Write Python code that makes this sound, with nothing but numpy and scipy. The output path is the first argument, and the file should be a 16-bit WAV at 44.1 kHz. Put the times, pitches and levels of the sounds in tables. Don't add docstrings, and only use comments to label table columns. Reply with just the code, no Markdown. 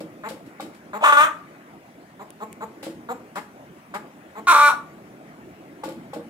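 import sys
import numpy as np
from scipy import signal
from scipy.fft import rfft, irfft
from scipy.io import wavfile
from scipy.ndimage import uniform_filter1d

SR = 44100
rng = np.random.default_rng(int(sys.argv[2]) if len(sys.argv) > 2 else 0)


def bounce(signal):
    frames = np.transpose(np.atleast_2d(signal))
    limited = np.clip(frames, -1, 1)
    pcm = np.round(limited * 32767).astype(np.int16)
    wavfile.write(sys.argv[1], SR, pcm)


N = 277521

# start in s, length in s, relative effort in dB, swell from first pulse to full effort
# in dB, pitch in Hz, beak opening as a factor on the throat, edge at 1.3-3 kHz in dB, left over right in dB.
CLUCKS = [(0.235, 0.043486, -33, 4, 224, 1.115, 7.5, 1), (0.931, 0.044, -30.5, 3.5, 216.8, 1.09, 3.5, 0.5),
          (2.194, 0.036, -38.5, 6, 211, 0.97, 2, -2), (2.402, 0.038, -32.5, 10, 219.5, 1.045, -3, -1),
          (2.606, 0.037, -31.5, 9.5, 224.3, 1.11, -2, -.3),
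          (3.087, 0.037955, -29, 4.5, 251.3, 1.0531, -5, -0.5),
          (3.356, .033, -30.5, 3, 207.7, 1.113, 9, 1.2), (3.938, 0.031, -30, 3.5, 207.7, 1.13, 8.5, -0.5),
          (4.353, 0.04435, -36, 8, 222.2, 1.03, 3, 0)]
# time in s, relative effort in dB, pitch in Hz, beak opening as a factor.
SQUAWKS = [
    [(1.008, -36, 332.7, 0.79), (1.028, -22.5, 295.5, 0.51), (1.04, -10, 300.3, 0.929),
     (1.1, -14.5, 294.2, 1.022), (1.12, -19.5, 288.1, 1.014), (1.166, -21.5, 289.8, 1.025),
     (1.2, -14, 297, 0.977), (1.245, -15, 320.2, 1.01), (1.272, -34.5, 282, 1.22)],
    [(4.47, -19, 361.5, 0.87), (4.48, -13, 351.3, 0.99), (4.512, -11, 347.3, 0.91),
     (4.53, -15.5, 293.7, 0.98), (4.61, -16.5, 292.9, 0.97), (4.675, -14.5, 289.8, 1.048),
     (4.695, -17.5, 305, 0.92), (4.715, -26, 280.5, 0.94), (4.742, -42.5, 243.8, 0.74)],
]
# centre in Hz with the beak factor at 1, width in Hz, relative level in dB.
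SOFT_THROAT = [(237, 150, -1.5), (464, 230, 3), (761, 240, 7), (1018, 192, 4.5), (1460, 100, -13.5),
               (1806, 160, -27), (3580, 1200, -23), (5310, 1600, -31.5)]
LOUD_THROATS = [
    [(564, 270, -10), (887, 220, -5), (1171, 174, 5), (1392, 200, -0.5), (1794.2, 214, -9.5),
     (2434, 250, -14), (3070, 320, -19), (3400, 150, -17.5)],
    [(636, 440, -14), (977.28, 108, -0.5), (1212, 165, 4.5), (1400, 146, 3), (2313, 180, -12),
     (3758.5, 1200, -21.5), (5620, 1400, -30)],
]
# centre in Hz, width in Hz, relative level in dB.
SOFT_AIR = [(1940, 920, -8), (3600, 3200, -29.5), (7314, 1131.2, -14.5), (12200, 4600, -23)]
LOUD_AIRS = [
    [(2850, 900, -21), (3620, 820, -22.5), (6700, 2600, -35.5), (7960, 4700, -28), (12600, 3000, -37)],
    [(2430, 650, -15.5), (3880, 1000, -28), (5660, 370, -22.5), (8160, 6000, -25.5), (13500, 2500, -37)],
]
# time in s, burst in dB, fading time constant in s.
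CRACKS = [(1.121, 13, .015), (1.167, 10, .025), (1.203, 5, .012)]
# from in s, to in s, roughness from 0 to 1.
CLEAR_SPELLS = [(1.088, 1.24, .24), (4.46, 4.517, .4), (4.612, 4.682, .03)]
# left in dB, right in dB, left later by s.
SQUAWK_FACING = [(1, 1.5, 0.00021), (2, 4.5, .00007)]
# time in s, relative peak in dB, centre of the blow's spectrum in Hz.
BLOWS = [(.007, -30, 486), (0.309, -31, 540), (.466, -46, 320), (0.598, -26.5, 880), (.622, -32, 435.9),
         (2.802, -45.5, 320), (2.829, -33, 615.1), (2.866, -29, 503), (5.835, -23.5, 840),
         (5.856, -31, 388.6), (5.88, -28, 514), (6.132, -27, 780), (6.161, -29, 480), (6.193, -34.5, 466.1)]
# nominal frequency in Hz, relative level in dB, 60 dB decay in s.
PAN_MODES = [(232.6, 0, 0.45), (316.2, 6, 0.12), (475.64, -3.5, 0.1), (546, 6, 0.061), (841, 3.2, 0.062),
             (1126, 2.5, 0.05435), (1428, -4.5, 0.1732), (2337, -5.5, 0.068), (3000, 1, 0.037),
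             (3625, 13, 0.097)]
# start in s, relative level in dB, 60 dB decay in s.
STIRS = [(0.0024, -40, 0.087), (0.2852, -37, 0.19), (0.4604, -52.5, 0.12), (0.602, -40, 0.24),
         (0.744, -51.5, 0.17), (2.8265, -37, 0.27), (2.8664, -43, 0.067), (3.3538, -38.5, 0.21),
         (3.9416, -37, 0.13), (5.835, -39, 0.24), (5.884, -47.5, 0.27), (6.1325, -41, 0.17)]
# frequency in Hz, relative density in dB per Hz.
GRAIN_SPECTRUM = [(880, -11), (1500, -1), (1810, -7.5), (1980, -2.5), (5380, -7), (6120, -14.5),
                  (7170, -7.5), (13900, -15.5), (16000, -24)]
# time in s, relative level in dB.
SNAPS = [(2.305, -37.5), (2.5288, -37)]
# frequency in Hz, gain in dB.
SNAP_SPECTRUM = [(800, -18.5), (2000, 8.5), (5000, -6), (9000, 8.5), (14000, -5.0)]
# nominal delay in s, left in dB, right in dB.
ECHOES = [(.0021, -21.5, -17), (.0063, -14.5, -9.5), (.013, -14, -25), (.052, -23, -37)]
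# frequency in Hz, 60 dB decay in s.
SHED_DECAY = [(200, 0.76), (600, 0.34), (1200, 0.37), (2500, 0.28), (6000, 0.29), (12000, 0.27)]
# frequency in Hz, likeness from 0 to 1.
PORT_LIKENESS = [(60, 0.95), (300, 1), (700, 0.96), (1500, 0.18), (3500, 0.31), (8000, 0.087)]
# frequency in Hz, relative density in dB per Hz.
YARD_SPECTRUM = [(15, -80), (25, -48.5), (48, -34.5), (92, -10.5), (149, -14.5), (186, -1.5), (212, -7),
                 (302, -4.5), (454, -14.5), (663, -11.5), (869, -18), (2120, -22.5), (3860, -36.5),
                 (14900, -42), (16200, -48)]
# time in s, relative low level in dB, relative mid level in dB.
BACKGROUND_LEVEL = [(0, -45.5, -61), (.7, -48.5, -59), (1.5, -52.5, -54), (2.1, -48, -61.5),
                    (2.8, -44, -63), (3.8, -50, -58), (4.4, -46.5, -59.5), (5.6, -46.5, -60.5),
                    (6.29, -48.5, -58)]
# frequency in Hz, share.
LOW_SHARE = [(500, 1), (1200, 0.44)]
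MID_SHARE = [(500, 0.84), (1200, 1.0), (3000, 0.53), (6000, 0.4)]
# frequency in Hz, left over right in dB.
PORT_COLOUR = [(300, -0.9751), (1000, 2), (2500, 4.5), (6000, 2), (13000, 2)]

CLUCK_PEAK, CLUCK_SAG_DB = .6, -1.5
FLAT_START, SHUT_PER_DB = .94, .02
CLUCK_ROUGH, SQUAWK_ROUGH = .09, .8
CLUCK_DIRECT_DB, CLUCK_LAG_S = 2.33, .0002
CATCH_S, CLEARING_S = .004, .015
AIR_APART = .7
ROCK_S, ROCK_DB, ROCK_HZ = .031, -10.5, 315
EDGE_HZ = 15900


def hen():
    direct, source = np.zeros((2, N)), np.zeros(N)

    def utter(s, voice, left_db, right_db, later):
        add(direct[0], s + later, gain_of(left_db) * voice[0])
        add(direct[1], s, gain_of(right_db) * voice[1])
        add(source, s, voice[1])

    for *row, edge_db, side_db in CLUCKS:
        throat, air = ([(f, w, db + edge_db * (1300 < f < 3000)) for f, w, db in tube]
                       for tube in (SOFT_THROAT, SOFT_AIR))
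        voice = call(cluck(*row), throat, air, hoarse=CLUCK_ROUGH, jitter=.12, shimmer_db=12.,
                     wander=.06, flutter=0, lowest_hz=120)
        utter(row[0], voice, CLUCK_DIRECT_DB + side_db / 2, CLUCK_DIRECT_DB - side_db / 2, CLUCK_LAG_S)
    for rows, throat, air, facing in zip(SQUAWKS, LOUD_THROATS, LOUD_AIRS, SQUAWK_FACING):
        voice = call(rows, throat, air, hoarse=SQUAWK_ROUGH, jitter=.08, shimmer_db=4.,
                     wander=.04, flutter=.35, lowest_hz=450)
        utter(rows[0][0], -voice, *facing)
    return direct + shed(source, tail_db=-6.5)


def cluck(start, length, effort_db, swell_db, hz, beak):
    first_beak = beak * (1.5 - SHUT_PER_DB * swell_db)
    return [(start, effort_db - swell_db, hz * FLAT_START, first_beak),
            (start + CLUCK_PEAK * length, effort_db, hz, beak),
            (start + length, effort_db + CLUCK_SAG_DB, hz, beak)]


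def call(rows, throat, air, hoarse, jitter, shimmer_db, wander, flutter, lowest_hz):
    s, *columns = np.transpose(rows)
    t = np.arange(s[0], s[-1] + 0.01, 1 / SR)
    effort_db, hz, beak = (np.interp(t, s, c) for c in columns)
    rough = hoarse
    for start, end, clear in CLEAR_SPELLS:
        inside = np.clip(np.minimum(t - start, end - t) / CLEARING_S + .5, 0, 1)
        rough = rough - (hoarse - clear) * inside
    for at, db, fade in CRACKS:
        away = abs(t - at)
        effort_db += db * np.where(t > at, np.exp(-away / fade), -np.exp(-away / CATCH_S))
    effort = gain_of(effort_db) * (t < s[-1])

    early, size_db, drift = rng.uniform(-1.019, 1, (200, 3)).T
    steady = .8 + np.cumsum(hz) / SR
    drifting = np.cumsum(hz * wander * rough * drift[steady.astype(int)]) / SR
    slow = np.sin(2 * np.pi * (steady + 2 * drifting) / 5)
    uneven = jitter * np.interp(steady, np.arange(len(early)), early) + 0.072 * flutter * slow
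    turns = steady + drifting + rough * uneven

    pulses = evened(sum(np.cos(2 * np.pi * k * turns) for k in range(1, 22)))
    pulses *= gain_of(shimmer_db * rough * size_db[(turns + .5).astype(int)])
    pulses *= 1 + flutter * rough * slow
    voice = sum(gain_of(db) * resonate(effort * pulses, f * (beak if f < 2000 else 1), w)
                for f, w, db in throat)
    voice = signal.sosfilt(signal.butter(4, lowest_hz, "high", fs=SR, output="sos"), voice)

    common, left, right = rng.standard_normal((3, len(t)))
    hiss = (1 - AIR_APART) * common + AIR_APART * np.array([left, right])
    puffs = evened((0.56 + np.exp(-(turns % 1) / 0.68)) * hiss)
    flow = signal.lfilter([.004], [1, -.996], effort)
    voice = voice + sum(gain_of(db) * resonate(flow * puffs, f, w) for f, w, db in air)
    return evened(voice) * np.sqrt(np.mean(effort ** 2))


def pan():
    out, t = np.zeros(N), np.arange(SR // 4) / SR
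    hz, db, t60 = np.transpose(PAN_MODES)[:, :, None]
    rocks = [(s + ROCK_S, peak_db + ROCK_DB, ROCK_HZ) for s, peak_db, centre_hz in BLOWS if centre_hz < 700]
    blows = BLOWS + rocks
    spot = rng.standard_normal((len(blows), len(PAN_MODES), 2))
    for (s, peak_db, centre_hz), luck in zip(blows, spot):
        level_db = db - 13.2 * abs(np.log2(hz / centre_hz)) + luck[:, :1]
        detuned_hz = hz * (1 + 0.025 * luck[:, 1:])
        ring = (gain_of(level_db - 60 * t / t60) * np.sin(2 * np.pi * detuned_hz * t)).sum(0)
        ring *= np.minimum(t * centre_hz / 0.69, 1)
        add(out, s, gain_of(peak_db + 4.5) * ring / abs(ring).max())
    return out


def grain():
    power, t = np.zeros(N), np.arange(SR // 2) / SR
    for s, level_db, t60 in STIRS:
        add(power, s, gain_of(2 * (level_db - 60 * t / t60)) * np.minimum(t / .005, 1) ** 2)
    clicks = rng.standard_normal((2, N)) * gain_of(2.75 * rng.exponential(1, N))
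    clicks *= rng.random(N) < .3
    return np.sqrt(power) * evened(coloured(clicks, lambda hz: read(GRAIN_SPECTRUM, hz)))


def ticks():
    out, t = np.zeros((2, N)), np.arange(240) / SR
    onset = t[30]
    for s, level_db in SNAPS:
        snap = (t == onset) + .4 * (t > onset) * rng.standard_normal((2, len(t)))
        snap *= gain_of(-60 * (t - onset) / 0.005)
        snap = coloured(snap, lambda hz: read(SNAP_SPECTRUM, hz))
        add(out, s - onset, gain_of(level_db + 12.0) * snap)
    return out


def shed(x, tail_db):
    taps = np.zeros((2, SR))
    at = np.arange(300, SR - 20, 20) + rng.integers(0, 20, (2, (SR - 301) // 20))
    np.put_along_axis(taps, at, rng.choice([-1., 1.], at.shape), 1)
    hz, t, z = signal.stft(taps, SR, nperseg=256)
    alike = read(PORT_LIKENESS, hz)[:, None]
    z[0] = alike * z[1] + np.sqrt(1 - alike ** 2) * z[0]
    z *= gain_of(-60 * t / read(SHED_DECAY, hz)[:, None])
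    tail = signal.istft(z, SR, nperseg=256)[1]
    tail *= gain_of(tail_db) / np.linalg.norm(tail[0])
    for k, (s, left_db, right_db) in enumerate(ECHOES):
        offsets = np.array([14, -6]) * (-1) ** k
        tail[[0, 1], round(s * SR) + offsets] += gain_of([left_db, right_db])
    return signal.fftconvolve(np.atleast_2d(x), tail, axes=1)[:, :N]


def yard():
    frames, hz = N // 256 + 5, np.fft.rfftfreq(1024, 1 / SR)
    a, b, c, d, patches = rng.standard_normal((frames, 513, 5)).T
    patches = evened(uniform_filter1d(uniform_filter1d(patches, 8, 0), 10, 1))
    s, low_db, mid_db = np.transpose(BACKGROUND_LEVEL)
    low, mid = (np.interp(np.arange(frames) * 256 / SR, s, v) for v in (low_db, mid_db))
    level_db = read(YARD_SPECTRUM, hz)[:, None] + 2.28 * patches
    level_db += read(LOW_SHARE, hz)[:, None] * (low - low.mean())
    level_db += read(MID_SHARE, hz)[:, None] * (mid - mid.mean())
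    alike, right = read(PORT_LIKENESS, hz)[:, None], a + 1j * b
    lag = np.exp(-2j * np.pi * hz * 0.00028)[:, None]
    left = alike * lag * right + np.sqrt(1 - alike ** 2) * (c + 1j * d)
    z = np.array([left, right]) * gain_of(level_db)
    noise = signal.istft(z, nperseg=1024, noverlap=768)[1][:, :N]
    return gain_of(low.mean() + 2.0) * evened(noise)


def gain_of(db):
    return 10 ** (np.asarray(db) / 20)


def evened(x):
    return x / np.sqrt(np.mean(x ** 2) + 1e-20)


def read(points, hz):
    f, value = np.transpose(points)
    return np.interp(np.log(hz + 1), np.log(f + 1), value)


def add(mix, s, sound):
    part = mix[..., round(s * SR):][..., :sound.shape[-1]]
    part += sound[..., :part.shape[-1]]


def resonate(x, hz, width):
    turn = np.exp(2j * np.pi * np.cumsum(hz * np.ones(x.shape[-1])) / SR)
    r = np.exp(-np.pi * width / SR)
    return 2 * (turn * signal.lfilter([(1 - r) ** 2], [1, -2 * r, r * r], x / turn)).real


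def coloured(x, db):
    hz = np.fft.rfftfreq(x.shape[-1], 1 / SR)
    return irfft(rfft(x) * gain_of(db(hz)), x.shape[-1])


def scene():
    knocks, kernels = pan(), grain()
    direct = np.array([np.roll(knocks, shift=6), knocks])
    knocks = direct + shed(knocks, tail_db=-7.0)
    kernels = kernels + gain_of(0.5) * shed(kernels, tail_db=-8.0)
    return hen() + knocks + kernels + ticks() + yard()


def record(dry):
    thin = signal.sosfilt(signal.butter(2, 90, "high", fs=SR, output="sos"), dry)
    thin = coloured(thin, lambda hz: np.outer([.5, -.5], read(PORT_COLOUR, hz)))
    rounded = 1.2 * np.tanh(thin / 1.2)
    band_limit = signal.firwin(511, EDGE_HZ, window=("kaiser", 9), fs=SR)
    return signal.oaconvolve(rounded, band_limit[None], "same")


dry = scene()
out = record(dry)
bounce(out)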